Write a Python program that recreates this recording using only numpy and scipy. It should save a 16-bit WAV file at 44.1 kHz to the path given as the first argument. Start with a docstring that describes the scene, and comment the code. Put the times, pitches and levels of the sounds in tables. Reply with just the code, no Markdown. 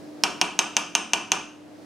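"""Tiled kitchen: a spatula knocks seven times on the rim of a steel saucepan of thick batter. Each knock: a
hard crack, a short clank of the batter-damped wall, a faint ring of the bare rim. Counter and tiles return
early reflections and a reverberant tail. Underneath: room noise, a low appliance hum and the soft slop of
batter stirred by the spatula."""
import sys
import numpy as np
from scipy import signal
from scipy.fft import rfft, irfft
from scipy.io import wavfile

SR = 44100
rng = np.random.default_rng(int(sys.argv[2]) if len(sys.argv) > 2 else 0)


def waveform_to_disk(signal):
    """Save audio, clipped to [-1, 1], as 16-bit WAV at the path in sys.argv[1]."""
    frames = np.transpose(np.atleast_2d(signal))
    scaled = np.clip(frames, -1, 1) * 32767
    samples = np.round(scaled).astype(np.int16)
    wavfile.write(sys.argv[1], SR, samples)


N = 81585

# room noise spectrum: f/Hz, relative density/dB
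AIR_SPECTRUM = [(25, -45), (60, -32), (100, -13.5), (160, -15.5), (250, -12.5), (330, -10.5), (400, -15.5),
                (650, -14), (1100, -24), (1500, -24), (4600, -35.5), (9800, -41), (14500, -54),
                (16500, -67)]
# appliance hum partials: f/Hz, level/dB
HUM_PARTIALS = [(100.5, -69.5), (300.3, -48)]
# gain on the hum: t/s, gain/dB
HUM_ENVELOPE = [(0, 2.5), (.16, 4), (.45, -1), (1.5, -2), (1.85, -1)]
# batter stir spectrum: f/Hz, relative density/dB
STIR_SPECTRUM = [(25, -57), (100, -29.5), (150, -8.5), (330, 0), (420, -7), (620, -6), (1100, -19.5),
                 (3000, -29.5), (5000, -26.5), (8000, -35), (16000, -45)]
# batter stir envelope: t/s, level/dB
STIR_ENVELOPE = [(0, -46), (.14, -47.5), (.3, -43.5), (.6, -49.5), (1.6, -57), (1.85, -47.5)]
# reverberation spectrum: f/Hz, gain/dB
REVERB_SPECTRUM = [(80, -7), (170, 2.5), (220, 6.5), (320, 8.5), (450, 4), (600, 3), (900, -4), (1200, 7),
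                   (1900, -5.5), (2700, -3.5), (4200, -9.5), (5300, -6.5), (6300, -8.5), (8000, -5.5),
                   (11000, -8), (15000, -13)]
# reverberation decay: f/Hz, T60/s
REVERB_DECAY = [(150, 1), (400, 0.3), (1000, 0.44), (2800, 0.49), (6000, 0.45), (9000, 0.39), (15000, 0.14)]
# contact tick spectrum: f/Hz, gain/dB
TICK_SPECTRUM = [(50, -20), (170, 6.5), (500, 5.5), (1150, 17.5), (1900, 5), (3600, 15), (4450, 10.5),
                 (5100, 14), (7800, 5.5), (8800, 5.5), (10500, -2.5), (12800, -10), (14200, -10.5),
                 (16000, -33.5), (18000, -36.5)]
# pan modes, batter-damped but for two of the bare rim: f/Hz, level/dB, T60/s
PAN_MODES = [(240.6, -35, 0.026), (342.6, -30.5, 0.023), (767, -22, 0.044), (960.6, -13, 0.017),
             (1057, -29.5, .04), (1455, -27, 0.018), (1641, -32, .03), (1797, -42, .03), (2405, -55.5, .45),
             (2352, -16.5, 0.022), (2527, -21.5, 0.024), (2804, -24.5, 0.054), (3060, -53, .5),
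             (2960, -36, 0.032), (3198, -21, 0.029), (5300, -51.5, .013), (5400, -24.5, .015),
             (6345, -19, 0.018), (7450, -37, .018)]
# knocks: t/s, strength/dB, crack f/Hz, then trims: crack/dB, body/dB, rim/dB, tick/dB, clack/dB
KNOCKS = [(0.2366, -1, 5400, 3, 5.5, 7, 0.5, -1), (0.4137, 3, 5500, -2.5, 2.5, 4.5, -4.5, -3),
          (0.5904, 2, 6230, -6, 0.5, 4, -2.5, -2), (.7668, -1.5, 6220, -1.5, 2, 7, -0.5, 1),
          (0.9513, 0.5, 6190, -4, 0.5, 4.5, -2.5, 1.5), (1.134, -2.5, 6200, -3, 6.5, 8, 0, 5.5),
          (1.3183, 3.5, 6200, -7, -1, 0.5, -5, -1.5)]

ROOM_SIDE_DB = -10


def amp(db):
    """dB to gain."""
    return 10 ** (np.asarray(db) / 20)


def unit_rms(x):
    """Scale to rms 1."""
    return x / np.sqrt(np.mean(x ** 2) + 1e-20)


def log_interp(table, hz):
    """Table value on a log-frequency axis."""
    f, value = np.transpose(table)
    return np.interp(np.log(hz + 1), np.log(f), value)


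def add(mix, start_s, sound):
    """Mix in at start_s."""
    part = mix[..., max(round(start_s * SR), 0):][..., :sound.shape[-1]]
    part += sound[..., :part.shape[-1]]


def stereo(mid_side, side_db):
    """Mid/side to left/right."""
    return mid_side[0] + np.array([[1], [-1]]) * amp(side_db) * mid_side[1]


def pulse(t, rise_s):
    """Envelope: peak of 1 at rise_s, then a fast decay."""
    u = np.maximum(t, 0) / rise_s
    return u * np.exp(1 - u)


def waver():
    """Slow random motion, 0.5-10 Hz, rms 1."""
    t = np.arange(N) / SR
    rates_hz = np.geomspace(.5, 10, 20)
    return unit_rms(sum(np.sin(2 * np.pi * (hz * t + rng.random())) / np.sqrt(hz) for hz in rates_hz))


def noise(spectrum):
    """Stereo noise of the given spectral shape."""
    white = rfft(rng.standard_normal((2, N)))
    gain = amp(log_interp(spectrum, np.fft.rfftfreq(N, 1 / SR)))
    return stereo(unit_rms(irfft(white * gain, N)), side_db=-4)


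def appliance_hum(t, waver_db=.5, waver_rad=.15):
    """Two low partials, wavering in level and phase."""
    hum = np.zeros(N)
    for hz, db in HUM_PARTIALS:
        peak = np.sqrt(2) * amp(db + waver_db * waver())
        hum += peak * np.sin(2 * np.pi * hz * t + waver_rad * waver())
    return hum * amp(np.interp(t, *np.transpose(HUM_ENVELOPE)))


def room_noise(level_db=-53.5):
    """Soft, steady noise floor."""
    return amp(level_db) * noise(AIR_SPECTRUM)


def batter_stir(t):
    """Low slop of wet batter as the spatula stirs and leaves it."""
    return amp(np.interp(t, *np.transpose(STIR_ENVELOPE))) * noise(STIR_SPECTRUM)


def reverb_tail(delay_s=0.0025, rise_s=0.0034):
    """Diffuse kitchen impulse response; each band decays at its own rate."""
    hz, t, bands = signal.stft(rng.standard_normal((2, SR)), SR, nperseg=256)
    t60_s = log_interp(REVERB_DECAY, hz)[:, None]
    bands *= amp(log_interp(REVERB_SPECTRUM, hz)[:, None] - 60 * t / t60_s)
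    bands *= np.sqrt(2 * np.log(1000) / (t60_s * SR))  # band energy independent of T60
    tail = signal.istft(bands, SR, nperseg=256)[1][:, :SR]
    age_s = np.maximum(np.arange(SR) / SR - delay_s, 0)
    return stereo(tail * (1 - np.exp(-age_s / rise_s)), ROOM_SIDE_DB)


def early_reflections(gain_db=-9, decay_s=0.004):
    """Impulse response of the short scatter off counter and tiles."""
    t = np.arange(SR // 20) / SR
    spray = rng.standard_normal((2, len(t))) * np.exp(-t / decay_s)
    return amp(gain_db) * stereo(spray / np.linalg.norm(spray[0]), ROOM_SIDE_DB)


def steel_click(travel_1khz_s=0.001346, size=2048):
    """Click dispersed by its run through the steel: treble arrives first."""
    hz = abs(np.fft.fftfreq(size, 1 / SR))
    log_gain = np.log(amp(log_interp(TICK_SPECTRUM, hz)))
    minimum_phase = np.exp(np.conj(signal.hilbert(log_gain)))
    dispersion = np.exp(-4j * np.pi * travel_1khz_s * np.sqrt(1000 * hz))
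    return irfft((minimum_phase * dispersion)[:size // 2 + 1])


def contact_tick(t, scuff_db=-22.5, highpass_hz=5300):
    """Blade contact: an impulse and a brief bright scuff, both through the steel."""
    skid = pulse(t, rise_s=0.00074) * stereo(rng.standard_normal((2, len(t))), side_db=-9)
    scuff = signal.sosfilt(signal.butter(2, highpass_hz, "high", fs=SR, output="sos"), skid)
    force = (t == 0) + amp(scuff_db) * scuff
    return signal.fftconvolve(force, steel_click()[None], axes=1)[:, :len(t)]


def rim_clack(t, trim_db, base_db=-12, hz=2730, lag_s=0.00024):
    """The rim flexing under the blade."""
    return amp(base_db + trim_db) * pulse(t - lag_s, rise_s=0.00049) * np.sin(2 * np.pi * hz * t)


def pan_ring(t, body_db, rim_db, rim_above_hz=1300, lag_s=0.000616, rise_s=0.0014):
    """Decaying pan modes; they build as the bending wave spreads round the wall."""
    age_s = np.maximum(t - lag_s, 0)
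    onset = 1 - np.exp(-age_s / rise_s)
    ring = np.zeros(len(t))
    for hz, db, t60_s in PAN_MODES:
        level_db = db + (rim_db if hz > rim_above_hz else body_db) - 60 * age_s / t60_s
        ring += amp(level_db) * onset * np.sin(2 * np.pi * hz * age_s)
    return ring


def steel_crack(t, hz, trim_db, base_db=-3.5, rise_s=.0005, pitch_sag=0.013):
    """Hard, bright crack of the steel right under the blade."""
    cycles = np.cumsum(hz * (1 + pitch_sag * np.exp(-t / rise_s))) / SR
    return amp(base_db + trim_db) * pulse(t, rise_s) * np.sin(2 * np.pi * cycles)


def saucepan_knocks(crack_send_db=-6, early_delay_s=0.0028, tail_drift=0.74):
    """Knocks and their echoes; the moving arm alters the tail each time."""
    t = np.arange(SR // 2) / SR
    mix = np.zeros((2, N))
    common_tail = np.sqrt(1 - tail_drift ** 2) * reverb_tail()
    for start_s, strength_db, crack_hz, crack_db, body_db, rim_db, tick_db, clack_db in KNOCKS:
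        pan = rim_clack(t, clack_db) + pan_ring(t, body_db, rim_db) + amp(tick_db) * contact_tick(t)
        pan *= amp(strength_db)
        crack = steel_crack(t, crack_hz, strength_db + crack_db)
        add(mix, start_s, pan + crack)
        send = pan + amp(crack_send_db) * crack  # crack beams at the listener, less into the room
        add(mix, start_s + early_delay_s, signal.fftconvolve(send, early_reflections(), axes=1))
        tail = common_tail + tail_drift * reverb_tail()
        add(mix, start_s, signal.fftconvolve(send, tail, axes=1))
    return mix


def scene():
    """Knocks over the kitchen background."""
    t = np.arange(N) / SR
    return saucepan_knocks() + appliance_hum(t) + room_noise() + batter_stir(t)


def record(dry):
    """Soft clip of the hardest peaks, then low-pass."""
    ceiling, cutoff_hz = 1.4, 16500
    rounded = ceiling * np.tanh(dry / ceiling)
    lowpass = signal.firwin(401, cutoff_hz, window=("kaiser", 9), fs=SR)
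    return signal.oaconvolve(rounded, lowpass[None], "same")


dry = scene()
out = record(dry)
waveform_to_disk(out)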